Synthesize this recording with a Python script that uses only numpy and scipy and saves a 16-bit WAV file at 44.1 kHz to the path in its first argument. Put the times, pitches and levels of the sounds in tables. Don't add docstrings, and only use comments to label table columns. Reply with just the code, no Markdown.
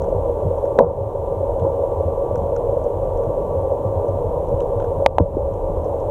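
import sys
import numpy as np
from scipy import signal
from scipy.fft import rfft, irfft, next_fast_len
from scipy.io import wavfile
from scipy.ndimage import uniform_filter1d

SR = 44100
rng = np.random.default_rng(int(sys.argv[2]) if len(sys.argv) > 2 else 0)


def dump_mix(stems):
    frames = np.atleast_2d(stems).T
    limited = np.clip(frames, -1, 1)
    pcm = np.round(limited * 32767).astype(np.int16)
    wavfile.write(sys.argv[1], SR, pcm)


def gain_from_db(level_db):
    decades = np.asarray(level_db, float) / 20
    return 10 ** decades


N = 269010
TIME = np.arange(N) / SR

# freq_hz, density_db (per Hz)
HISS_SPECTRUM = [(300, -62.5), (900, -12), (1500, 1.5), (2100, -3), (3200, -3), (4200, -10), (4850, -19),
                 (5500, -11.5), (6300, -7.5), (10000, -8.5), (14900, -11), (15250, -14.5), (15500, -63)]
# time_s, pitch_hz, level_db
PUMP_WHINE = [(0, 1160, -51.5), (.4, 1143, -51), (1.0, 1165, -56.5), (1.5, 1170, -54), (1.8, 1150, -51),
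              (2.2, 1147, -45), (2.6, 1153, -53.5), (3.0, 1160, -51.5), (3.5, 1140, -44),
              (3.95, 1155, -51.5), (4.1, 1170, -50.5), (4.5, 1160, -56.5), (4.95, 1147, -49),
              (5.3, 1160, -57.5), (5.6, 1163, -53.5), (6.1, 1148, -55)]
# time_s, surge_db
SWAY = [(0.0, -31.5), (1.02, -41), (1.29, -35), (1.38, -45.5), (1.53, -26.5), (1.6, -39.5), (3.36, -31.5),
        (3.58, -38), (4.89, -29), (4.93, -35.5), (5.84, -30.5), (5.88, -45), (5.95, -37), (6.1, -38)]
# freq_hz, density_db (per Hz)
SURGE_SPECTRUM = [(8, -40), (22, 4.5), (30, 9.5), (55, 8), (80, -11), (150, -50), (600, -110)]
BOOM_SPECTRUM = [(10, -51.5), (30, -27), (60, -2), (78, 15), (90, 11.5), (105, 9), (125, 3.5), (200, -52.5),
                 (800, -110)]
GURGLE_SPECTRUM = [(20, -61), (60, -25.5), (130, 2), (180, -2.5), (260, -14.5), (600, -27), (1500, -60),
                   (4000, -110)]
# time_s, peak_db, boom_hz, slap_db
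THUDS = [(0.003, -19.5, 78.7, -53), (0.158, -14, 90.5, -30), (0.46, -13.5, 92.6, -23),
         (1.014, -22, 101.5, -40), (1.371, -20.5, 94, -43.5), (1.619, -14.5, 93, -25),
         (1.973, -18.5, 90.7, -50), (2.057, -16.5, 85.4, -29), (2.325, -21.5, 103.4, -44),
         (2.38, -24, 84.3, -28), (2.421, -17, 83.7, -28), (2.69, -20, 103.5, -42.5),
         (3.12, -19.5, 92.3, -43), (3.278, -19, 107, -29.5), (3.573, -17.5, 91.7, -40),
         (3.861, -15, 100.5, -29.5), (3.968, -15.5, 90.5, -49), (4.102, -16, 94, -32),
         (4.251, -19, 87.7, -35), (4.365, -19.5, 88.3, -37), (4.529, -17.5, 86.4, -27),
         (4.762, -18, 100, -42), (4.877, -21, 95, -40.5), (4.969, -20.5, 85, -28), (5.35, -21.5, 83.5, -32),
         (5.428, -18.5, 67.3, -36), (5.539, -17.5, 95, -44), (5.7, -26.5, 93.5, -32),
         (5.772, -20.5, 84.5, -35), (5.871, -23.5, 87, -36)]
# start_s, bright_peak_db, dull_peak_db, hollow (0-1)
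TICKS = [(0.0186, -38, -44, 0.1), (0.0394, -47, -51, 0), (0.0882, -49.5, -59, 0), (0.5804, -53, -59, 0),
         (0.6522, -47, -51, 0.05), (1.5925, -51.5, -48.5, 0.4), (2.3555, -36, -41, 0.1),
         (2.378, -43, -61, 0), (2.5626, -36, -39, 0.1), (2.8387, -43.5, -60, .2), (3.1714, -47.5, -55, .3),
         (3.233, -51, -52, 0.1), (4.082, -43.5, -57, 0), (4.485, -46, -63, 0.07),
         (4.6036, -37.5, -42.5, 0.9), (4.618, -46, -51, .4), (4.7985, -48, -44, 0.4),
         (4.819, -56, -48, 0.2), (4.842, -48, -44.5, 0), (5.536, -51, -57, .2), (5.843, -46, -57.5, .6),
         (5.8554, -47, -64, .3), (6.0008, -47, -66, .7)]
# freq_hz, density_db (per Hz)
TICK_BRIGHT = [(2500, -67.5), (4500, -22.5), (5300, 1.5), (6200, 7), (7300, 1), (9000, -12), (14000, -61.5)]
TICK_MIDDLE = [(1200, -57.5), (2400, -15.5), (2900, 0.5), (3400, 0), (4200, -12.5), (5500, -49)]
TICK_DULL = [(400, -53.5), (1000, -7), (1400, 4.5), (2000, -14), (2600, -14.5), (4500, -60.5)]
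# start_s, push (+1 in, -1 out), peak_db, ring_hz, swell_ms
KNOCKS = [(.78783, 1, 4, 522, 1.6), (.7919, 1, -1, 540, .7), (.7935, -1, -8, 960, 4),
          (.792, 1, -19, 240, 10), (.815, 1, -22, 165, 18), (5.06182, 1, 11.5, 695, .8),
          (5.0608, -1, -10, 450, .8), (5.0647, -1, -4, 760, .75), (5.067, 1, -13, 620, 1.6),
          (5.18345, 1, 1.8, 740, 1.), (5.1862, -1, -11, 700, .9), (5.199, -1, -8, 84, 14),
          (5.2, -1, -9, 290, 4), (5.203, 1, -17, 170, 14), (5.3685, 1, -8, 400, 2.2)]
# start_s, level_db, decay_ms
RATTLES = [(0.797, -2, 49), (5.065, -16.5, 4.7), (5.186, -15.5, 6), (5.198, 0.5, 7.7), (5.37, -19.5, 14),
           (1.641, -15, 40)]
# start_s, drop_db
DUCKS = [
    (0.795, -10.5),
    (5.0641, -9.5),
    (5.19, -3),
]
# time_s, knock_peak_db
LOAD = [(0, -12), (.7, -11), (1.15, -16), (1.9, -10), (2.2, -11.5), (2.7, -12.5), (3.7, -10), (3.95, -15),
        (4.6, -27), (4.9, -12.5), (5.2, -21.5), (5.6, -16.5), (5.8, -16), (6.1, -9.5)]
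# start_s, peak_db, ring_hz
CLANKS = [(0.084, -11.5, 560), (0.196, -15.5, 583), (0.254, -13, 556), (0.428, -13.5, 442),
          (0.51, -11.5, 519), (1.428, -15, 548), (1.582, -13, 545), (1.62, -15, 573), (1.966, -13, 494),
          (2.047, -19, 560), (2.079, -10, 530), (2.309, -11, 566), (2.725, -8.5, 560), (2.768, -8.5, 542),
          (2.811, -14.5, 568), (2.995, -16, 565), (3.506, -12.5, 544), (4.044, -14.5, 500),
          (4.086, -12.5, 550), (4.255, -12, 543), (4.374, -9.5, 536), (4.532, -11, 545), (4.655, -17, 540),
          (4.84, -11.5, 522), (5.02, -14, 597), (5.402, -13.5, 540), (5.623, -14.5, 460),
          (5.67, -16.5, 562), (5.729, -15.5, 567), (6.075, -17.5, 560)]
CYLINDERS_DB = [-9, -19.5, -8.5, -10.5]
# centre_hz, width_hz, level_db
HOUSING = [(268.4, 14, -20.5), (330, 20, -15), (415, 26, -9.5), (474.4, 18.5, -2), (521.7, 30, -8),
           (551.2, 15.5, 1), (579, 26, -6), (636.6, 35, -12.5), (744, 143, -18.5), (915, 90, -18.5)]
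# freq_hz, density_db (per Hz)
PASSAGE = [(40, -75), (120, -42.5), (200, -29.5), (300, -19.5), (550, -7.5), (700, -21.5), (980, -19),
           (1100, -29), (1250, -40), (1450, -46.5), (2000, -71.5), (4000, -110)]

CYCLE_HZ = 5.844


def curves(table):
    s, *columns = np.transpose(table)
    return [np.interp(TIME, s, c) for c in columns]


def colour(x, points, modes=()):
    size = next_fast_len(N + SR // 2, real=True)
    hz = np.maximum(np.fft.rfftfreq(size, 1 / SR), 1)
    point_hz, point_db = np.transpose(points)
    power = gain_from_db(np.interp(np.log(hz), np.log(point_hz), point_db)) ** 2
    for centre_hz, width_hz, db in modes:
        power += gain_from_db(db) ** 2 / (1 + (2 * (hz - centre_hz) / width_hz) ** 4)
    cepstrum = irfft(np.log(power / power.mean()) / 2, size)
    cepstrum[1:size // 2] *= 2
    cepstrum[size // 2 + 1:] = 0
    return irfft(rfft(x, size) * np.exp(rfft(cepstrum)), size)[:N]


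def noise():
    return rng.standard_normal(N)


def wander(per_s):
    span = int(SR / per_s)
    slow = uniform_filter1d(uniform_filter1d(noise(), span), span)
    return slow / slow.std()


def swell(start_s, rise_s):
    out = np.zeros(N)
    first = max(int(start_s * SR) + 1, 0)
    u = (TIME[first:first + int(20 * rise_s * SR)] - start_s) / rise_s
    out[first:first + len(u)] = u * np.exp(1 - u)
    return out


def ring(start_s, hz):
    return np.sin(2 * np.pi * hz * (TIME - start_s))


def hiss(level_db=-61):
    return gain_from_db(level_db) * colour(noise(), HISS_SPECTRUM)


def whine(flutter_db=2.5):
    hz, db = curves(PUMP_WHINE)
    level = gain_from_db(db + flutter_db * wander(29.0))
    return 2 ** .5 * level * np.sin(2 * np.pi * np.cumsum(hz) / SR)


def slosh(gurgle_follows=0.42, boom_flicker_db=0.87, gurgle_flicker_db=2.5):
    sway_db = curves(SWAY)[0]
    boom_db = -32.5 + boom_flicker_db * wander(2.8)
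    gurgle_db = -39.5 + gurgle_follows * (sway_db - sway_db.mean()) + gurgle_flicker_db * wander(10.0)
    boom = gain_from_db(boom_db) * colour(noise(), BOOM_SPECTRUM)
    gurgle = gain_from_db(gurgle_db) * colour(noise(), GURGLE_SPECTRUM)
    surge = gain_from_db(sway_db + 2) * colour(noise(), SURGE_SPECTRUM)
    return boom + gurgle + surge


def thuds(boom_ms=20.5, boom_db=-2.5, slap_ms=12.0, early_s=0.012):
    boom = np.zeros(N)
    slap = np.zeros(N)
    for s, peak_db, hz, slap_db in THUDS:
        boom += gain_from_db(peak_db + boom_db) * swell(s - early_s, boom_ms / 1000) * ring(s, hz)
        slap += gain_from_db(slap_db) * swell(s - early_s, slap_ms / 1000)
    return boom + slap * colour(noise(), GURGLE_SPECTRUM)


def ticks(bright_db=-12.5, middle_db=-15.0, hollow_db=15, length_ms=2, sharpen=0.48):
    at, bright, dull, hollow = np.transpose(TICKS)
    lengths_ms = length_ms * gain_from_db(sharpen * (bright.mean() - bright))
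    bands = ((bright + bright_db, TICK_BRIGHT),
             (dull + middle_db + hollow_db * hollow, TICK_MIDDLE),
             (dull, TICK_DULL))
    out = np.zeros(N)
    for levels_db, spectrum in bands:
        scratch = sum(gain_from_db(db) * swell(s, ms / 1000) for s, db, ms in zip(at, levels_db, lengths_ms))
        out += colour(noise() * scratch, spectrum)
    return out


def knocks():
    out = np.zeros(N)
    for s, push, db, hz, ms in KNOCKS:
        out += push * gain_from_db(db) * swell(s, ms / 1000) ** 2 * ring(s, hz)
    return out


def rattles():
    shake = np.zeros(N)
    for s, db, decay_ms in RATTLES:
        shake += gain_from_db(db) * (TIME > s) * np.exp(-np.abs(TIME - s) * 1000 / decay_ms)
    return noise() * shake


def clanks(first_s=.1235, slack_hz=536, ring_ms=4.63, ring_db=-1.5, scatter_db=-0.5, scatter_hz=12.):
    at = first_s + np.arange(int(N / SR * CYCLE_HZ)) / CYCLE_HZ
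    chance = rng.standard_normal((len(at), 2))
    peaks_db = np.interp(at, *np.transpose(LOAD)) + scatter_db * chance[:, 0]
    slack = zip(at, peaks_db, slack_hz + scatter_hz * chance[:, 1])
    out = np.zeros(N)
    for s, db, hz in [*slack, *CLANKS]:
        out += gain_from_db(db + ring_db) * swell(s, ring_ms / 1000) ** 2 * ring(s, hz)
    return out


def engine(first_firing_s=.119, level_db=-22, burst_ms=4., burst_db=-5.5, strike_db=22.0,
           scatter_db=0.5, jitter_ms=1.5):
    count = int(N / SR * CYCLE_HZ * 4) + 3
    chance = rng.standard_normal((count, 2))
    k = np.arange(count) - 2
    at = (first_firing_s + k / (4 * CYCLE_HZ) + chance[:, 0] * jitter_ms / 1000) * SR
    keep = (at >= 0) & (at < N)
    strikes = gain_from_db(np.array(CYLINDERS_DB)[k % 4] + scatter_db * chance[:, 1])
    kicks = np.zeros(N)
    kicks[at[keep].astype(int)] = strikes[keep]
    burst = swell(0, burst_ms / 1000)[:SR // 10]
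    push = 1 + gain_from_db(burst_db) * signal.fftconvolve(kicks, burst)[:N]
    churn = noise() * push / np.sqrt(np.mean(push ** 2))
    return (churn + gain_from_db(strike_db) * kicks) * gain_from_db(level_db)


def ducking(attack_s=0.0096, quick_s=0.17, slow_s=0.25, quick_share=0.18):
    gain_db = np.zeros(N)
    for s, db in DUCKS:
        t = np.maximum(TIME - s, 0)
        back = quick_share * np.exp(-t / quick_s) + (1 - quick_share) * np.exp(-t / slow_s)
        gain_db += db * (1 - np.exp(-t / attack_s)) * back
    return gain_from_db(gain_db)


def scene():
    housing = colour(engine() + rattles(), PASSAGE, HOUSING)
    heard = whine() + slosh() + thuds() + ticks() + knocks() + clanks()
    return (hiss() + housing + heard / ducking())[None]


def low_pass(x):
    return signal.sosfilt(signal.butter(12, 16280, fs=SR, output="sos"), x)


def record(dry):
    mix = np.clip(dry * ducking(), -1, 1)
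    return low_pass(mix)


dry = scene()
out = record(dry)
dump_mix(out)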